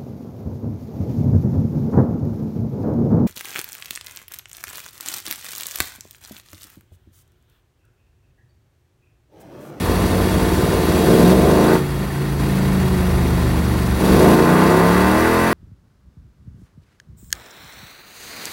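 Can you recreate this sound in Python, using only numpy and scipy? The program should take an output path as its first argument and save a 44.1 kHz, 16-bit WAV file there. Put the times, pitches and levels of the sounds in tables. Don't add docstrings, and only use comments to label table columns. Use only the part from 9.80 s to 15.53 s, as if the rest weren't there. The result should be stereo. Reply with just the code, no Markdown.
import sys
import numpy as np
from scipy import signal
from scipy.fft import rfft, irfft, next_fast_len
from scipy.io import wavfile
from scipy.ndimage import uniform_filter1d

SR = 44100
rng = np.random.default_rng(int(sys.argv[2]) if len(sys.argv) > 2 else 0)


def generate_wav(sig):
    pcm = np.round(np.clip(np.atleast_2d(sig).T, -1, 1) * 32767).astype(np.int16)
    wavfile.write(sys.argv[1], SR, pcm)


N = 252693

# time in seconds, four-stroke cycles per second.
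SPEED_CURVE = [(0.0, 17.36), (0.15, 18.5), (0.5, 18.81), (0.9, 18.95), (1.1, 19.58), (1.3, 21.09),
               (1.5, 23.36), (1.7, 25.98), (1.9, 28.73), (1.98, 28.49), (2.1, 28.22), (2.22, 27.1),
               (2.37, 28.29), (2.9, 26.87), (3.45, 25.35), (4.0, 23.9), (4.28, 23.42), (4.4, 26.36),
               (4.55, 28.3), (4.7, 30.31), (4.95, 33.94), (5.2, 37.41), (5.45, 41.09), (5.73, 45.03)]
# time in seconds, throttle opening from 0 to 1.
THROTTLE_CURVE = [(0, 0.11), (.3, 0.14), (1.0, 0.16), (1.22, 0.22), (1.34, 0.4), (1.55, 0.74), (1.92, 1),
                  (1.985, 0.03), (2.6, 0.02), (4.16, 0.03), (4.21, 0.16), (4.31, 0.29), (4.48, 0.54),
                  (5.73, 1)]
# time in seconds, level in dB.
DRONE_CURVE = [(1.9, -19), (2.0, -11), (2.07, -22), (2.22, -17.5), (2.3, -25.5), (2.4, -16.5), (2.6, -20),
               (2.7, -17.5), (3.0, -16.5), (3.3, -18.5), (3.55, -19.5), (4.15, -20)]
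# multiple of the cycle rate, lift in dB.
BOOM_LIFTS = [(2, 10.5), (3, 12), (4, 9)]
# frequency in Hz, relative gain in dB.
PIPE_RESPONSE = [(25, -36), (40, -15), (52, -9), (63, -13), (76, -3), (90, -14), (130, -14), (150, -6),
                 (162, -7), (175, 0), (190, -.5), (202, -13), (215, -7), (243, -5), (260, -8), (272, -19),
                 (285, -10), (305, -5), (322, -3), (347, -11), (370, 0), (388, -14), (402, -5), (432, -12),
                 (455, -4), (482, -13), (500, -14), (515, -9), (535, -14), (560, -12), (595, -18),
                 (630, -9), (655, -22), (685, -14), (725, -13), (770, -26), (1100, -45), (4000, -80)]
# multiple of the cycle rate, relative level in dB.
PUMPING_ORDERS = [(2, 7), (3, 5), (4, -1), (5, 13.5), (6, -7), (7, 4), (8, -2), (9, -2), (10, -3), (11, -8),
                  (12, -14), (13, -8), (14, -3), (15, -7)]
# frequency in Hz, relative density in dB per Hz.
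RASP_SPECTRUM = [(400, -57.5), (650, -4), (780, -2), (880, 4), (950, 4), (1080, 4.5), (1230, -3.5),
                 (1400, -0.5), (1650, -11.5), (1900, -8.5), (2300, -17), (2650, -16), (3300, -37.5),
                 (7000, -47), (12000, -52)]
# frequency in Hz, relative density in dB per Hz.
HISS_SPECTRUM = [(300, -15), (1000, 3), (1850, 7), (2300, 4), (2900, 2), (4300, 1.5), (5200, -4),
                 (6800, -3.5), (8500, -6), (10000, -3), (11800, -3.5), (13500, -8), (15500, -6)]
# frequency in Hz, relative density in dB per Hz.
RUMBLE_SPECTRUM = [(25, 4), (65, 33.5), (130, 12), (260, 23.5), (345, 17.5), (372, 25), (400, 19),
                   (480, 17), (580, 14.5), (730, 14.5), (830, 11), (1300, 6.5), (2500, -11), (8000, -61)]
# frequency in Hz, relative density in dB per Hz.
RATTLE_SPECTRUM = [(300, -27.5), (620, -4.5), (800, -2), (960, -0.5), (1150, -6.5), (1400, -2), (1600, -17),
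                   (1780, -1), (2300, -9.5), (6000, -45)]
# frequency in Hz, side relative to mid in dB.
WIDTH_RESPONSE = [(60, -22), (125, -12.5), (250, -16), (500, -7), (1000, -6.5), (2200, -3), (4400, -0.5),
                  (15000, 1)]
BOUNCE_DELAYS_S = [.0019, .0043, .0071, .0113]

UNEVEN_SPEED, UNEVEN_AMOUNT, UNEVEN_FALL_POWER, OPEN_STEADYING = 20.6, 0.6, 2.1, 0.38
LEAST_UNEVEN = .07
SECOND_CYLINDER_CYCLES = 3 / 8
FILLING_OPENING, EMPTYING_S = 0.22, 0.041
NOTE_DB, NOTE_UNLOADED_DB, BEST_SPEED, NOTE_FADE_DB_PER_SPEED = -9.5, -23.5, 33.4, 0.45
THUD_DB, BOOM_HZ, BOOM_WIDTH_HZ = -33, 74.9, 13
RASP_DB, RASP_LOAD_DB, RASP_SPEED, RASP_LOSS_DB_PER_SPEED = -43.5, 24.5, 31.1, 1.51
RASP_UNEVEN_DB = 13.5
TREBLE_HZ, TREBLE_DB_PER_SPEED = 1600, 0.45
RATTLE_DB, RATTLE_PER_S, RATTLE_SPREAD_DB = -34.5, 700, 0.5
HISS_DB, HISS_LOAD_DB = -45.5, 8.5
RUMBLE_DB = -26.5
LOUD_DB, GAIN_STEP_DB, GAIN_WAIT_S, GAIN_HOLD_S, GAIN_RAMP_S = -10.5, -3, 0.216, 0.633, 0.01
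CUTOFF_HZ = 15900


def engine_load(opening):
    log_filling = np.log(np.tanh(opening / FILLING_OPENING) + 1e-9)
    decay = np.arange(N) / SR / EMPTYING_S
    return np.exp(np.maximum.accumulate(log_filling + decay) - decay)


def unevenness(speed, opening):
    by_speed = UNEVEN_AMOUNT * (UNEVEN_SPEED / speed) ** UNEVEN_FALL_POWER
    return np.clip(by_speed * (1 - OPEN_STEADYING * opening), LEAST_UNEVEN, 1)


def firings(cycle, uneven, rear_strength, scatter, jitter_s):
    out = np.zeros(N)
    for offset, strength in ((0, 1), (SECOND_CYLINDER_CYCLES, rear_strength)):
        at = np.flatnonzero(np.diff(np.floor(cycle - offset)) > 0)
        timing, size = rng.standard_normal((300, 2))[:len(at)].T
        late = (timing * uneven[at] * jitter_s * SR).astype(int)
        burn = np.maximum(1 + scatter * uneven[at] * size, 0)
        out[np.clip(at + late, 0, N - 1)] += strength * burn
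    return rms_one(out)


def gas_puffs(pulses, decay_s):
    gate = signal.lfilter([1], [1, -np.exp(-1 / (decay_s * SR))], pulses)
    return rms_one(gate * rng.standard_normal(N))


def pumping(cycle, uneven, flutter):
    drone = np.zeros(N)
    for multiple, db in PUMPING_ORDERS:
        wave = np.cos(2 * np.pi * (round(multiple) * cycle + rng.random()))
        drone += from_db(db) * wave * (1 + flutter * uneven * drift(22.31))
    return drone


def smear(x, feedback):
    size = next_fast_len(N + SR // 2)
    spectrum = rfft(x, size)
    for bounce_s in BOUNCE_DELAYS_S:
        delay = np.exp(-2j * np.pi * np.arange(len(spectrum)) * SR / size * bounce_s)
        spectrum = spectrum * (delay - feedback) / (1 - feedback * delay)
    return irfft(spectrum, size)[:N]


def exhaust(pulses, puffs, drone, opening, load, uneven,
            soft_hz, turbulence, firing_from, coast_pulse_db):
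    source = smear(pulses + turbulence * uneven * puffs, feedback=.52)
    soft = cut(source, soft_hz, "low", order=1)
    fired = colour(opening * source + (1 - opening) * soft, PIPE_RESPONSE)
    coasting = colour(drone, PIPE_RESPONSE)
    burning = np.clip(load / firing_from, 0, 1)
    fired_gain = burning + (1 - burning) * from_db(coast_pulse_db)
    return fired_gain * fired / loudness(fired) + (1 - burning) * coasting / loudness(coasting)


def note_level(speed, load):
    fade_db = NOTE_FADE_DB_PER_SPEED * np.maximum(speed - BEST_SPEED, 0)
    fired = from_db(NOTE_DB + NOTE_UNLOADED_DB * (1 - load) - fade_db)
    drone = (1 - load) * from_db(in_time(DRONE_CURVE))
    return 20 * np.log10(np.hypot(fired, drone))


def thud_level(speed):
    return THUD_DB + sum(lift_db * bell(round(multiple) * speed, BOOM_HZ, BOOM_WIDTH_HZ)
                         for multiple, lift_db in BOOM_LIFTS)


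def boom(wave, note_db, thud_db):
    thud = cut(cut(wave, 105, "low", order=6), 38, "high")
    note = cut(wave, 105, "high", order=6)
    return from_db(note_db) * note / loudness(note) - from_db(thud_db) * thud / loudness(thud)


def rasp_level(speed, load, uneven):
    loss_db = RASP_LOSS_DB_PER_SPEED * np.maximum(RASP_SPEED - speed, 0)
    return RASP_DB + RASP_UNEVEN_DB * uneven + load * (RASP_LOAD_DB - loss_db)


def rasp(pulses, puffs, speed, breathiness, direct, t60):
    edge = pulses + breathiness * puffs
    bark = colour(shop(edge, t60) + direct * edge, RASP_SPECTRUM)
    treble_gain = from_db(TREBLE_DB_PER_SPEED * (speed - RASP_SPEED))
    treble = treble_gain * cut(bark, TREBLE_HZ, "high", order=4)
    bark = cut(bark, TREBLE_HZ, "low", order=4) + treble
    return bark / band_loudness(bark, 750, 2200)


def chain(cycle, load, surge):
    rate_per_s = RATTLE_PER_S * (1 + surge * np.cos(2 * np.pi * cycle))
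    strength_db = RATTLE_SPREAD_DB * np.minimum(rng.exponential(1, (2, N)), np.pi)
    sizes = from_db(strength_db) * rng.choice([-1, 1], (2, N))
    contacts = sizes * (rng.random((2, N)) < rate_per_s / SR)
    slack = np.sqrt(np.clip(1 - load ** 4, 0, 1))
    return from_db(RATTLE_DB) * slack * spread(contacts, RATTLE_SPECTRUM)


def machinery(unsteadiness_db, direct, t60):
    noise, around = rng.standard_normal((2, N)) * from_db(unsteadiness_db * drift(130))
    mid = colour(rms_one(shop(noise, t60) + direct * noise), HISS_SPECTRUM)
    side = colour(colour(rms_one(around), HISS_SPECTRUM), WIDTH_RESPONSE)
    return np.array([mid, side]) / band_loudness(mid, 9800, 12000)


def roller():
    return from_db(RUMBLE_DB) * spread(rng.standard_normal((2, N)), RUMBLE_SPECTRUM)


def shop(x, t60):
    t = np.arange(SR // 2) / SR
    echoes = rng.standard_normal(len(t)) * from_db(-60 * t / t60)
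    return signal.fftconvolve(x, echoes / np.linalg.norm(echoes))[:N]


def spread(pair, spectrum):
    mid, side = [rms_one(colour(x, spectrum)) for x in pair]
    return np.array([mid, colour(side, WIDTH_RESPONSE)])


def colour(x, spectrum):
    size = 2 * next_fast_len(N // 2 + SR // 8)
    hz, db = np.transpose(spectrum)
    bins_hz = np.maximum(np.arange(size // 2 + 1) * SR / size, 1)
    gain = from_db(np.interp(np.log(bins_hz), np.log(hz), db))
    cepstrum = irfft(np.log(gain))[:size // 2]
    cepstrum[1:] *= 2
    return irfft(rfft(x, size) * np.exp(rfft(cepstrum, size)), size)[:N]


def cut(x, hz, kind, order=2):
    return signal.sosfilt(signal.butter(order, hz, kind, fs=SR, output="sos"), x)


def bell(x, centre, width):
    return 1 / (1 + (2 * (x - centre) / width) ** 2)


def drift(knots_per_s):
    knots = rng.standard_normal(2000)
    return rms_one(np.interp(np.arange(N) / SR * knots_per_s, np.arange(len(knots)), knots))


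def loudness(x):
    size = SR // 12
    power = uniform_filter1d(uniform_filter1d(x ** 2, size), size)
    return np.sqrt(np.abs(power) + 1e-14)


def band_loudness(x, low_hz, high_hz):
    return loudness(cut(cut(x, low_hz, "high", order=4), high_hz, "low", order=4))


def from_db(db):
    return 10 ** (np.asarray(db) / 20)


def rms_one(x):
    return x / np.sqrt(np.mean(x ** 2) + 1e-20)


def in_time(rows):
    s, values = np.transpose(rows)
    return np.interp(np.arange(N) / SR, s, values)


def since(flag):
    t = np.arange(N) / SR
    return t - np.maximum.accumulate(np.where(flag, t, -np.inf))


def scene():
    speed, opening = in_time(SPEED_CURVE), np.clip(in_time(THROTTLE_CURVE), 0, 1)
    cycle = np.cumsum(speed) / SR
    load, uneven = engine_load(opening), unevenness(speed, opening)
    pulses = firings(cycle, uneven, rear_strength=0.72, scatter=0.53, jitter_s=0.00021)
    puffs = gas_puffs(pulses, decay_s=.007)
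    drone = pumping(cycle, uneven, flutter=.7)
    wave = exhaust(pulses, puffs, drone, opening, load, uneven,
                   soft_hz=600, turbulence=1.0, firing_from=0.68, coast_pulse_db=-15.5)
    bark = rasp(pulses, puffs, speed, breathiness=0.32, direct=0.37, t60=0.22)
    engine = boom(wave, note_level(speed, load), thud_level(speed))
    engine = engine + from_db(rasp_level(speed, load, uneven)) * bark
    engine_side = colour(shop(engine, t60=0.27), WIDTH_RESPONSE)
    hiss_gain = from_db(HISS_DB + HISS_LOAD_DB * load)
    hiss = hiss_gain * machinery(unsteadiness_db=0.93, direct=1.8, t60=0.073)
    mid, side = np.array([engine, engine_side]) + hiss + roller() + chain(cycle, load, surge=.6)
    return np.array([mid + side, mid - side]) * from_db([[-.2], [.2]])


def gain_control(x):
    loud = loudness(x.mean(axis=0)) > from_db(LOUD_DB)
    stayed_loud = since(~loud) > GAIN_WAIT_S
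    turned_down = since(stayed_loud) < GAIN_HOLD_S
    ramped = uniform_filter1d(turned_down.astype(float), int(GAIN_RAMP_S * SR))
    return x * from_db(GAIN_STEP_DB * ramped)


def record(dry):
    ridden = gain_control(dry)
    rounded = ridden / (1 + (ridden / .95) ** 6) ** (1 / 6)
    top_cut = signal.ellip(10, .1, 80, CUTOFF_HZ, fs=SR, output="sos")
    return signal.sosfilt(top_cut, rounded)


dry = scene()
out = record(dry)
generate_wav(out)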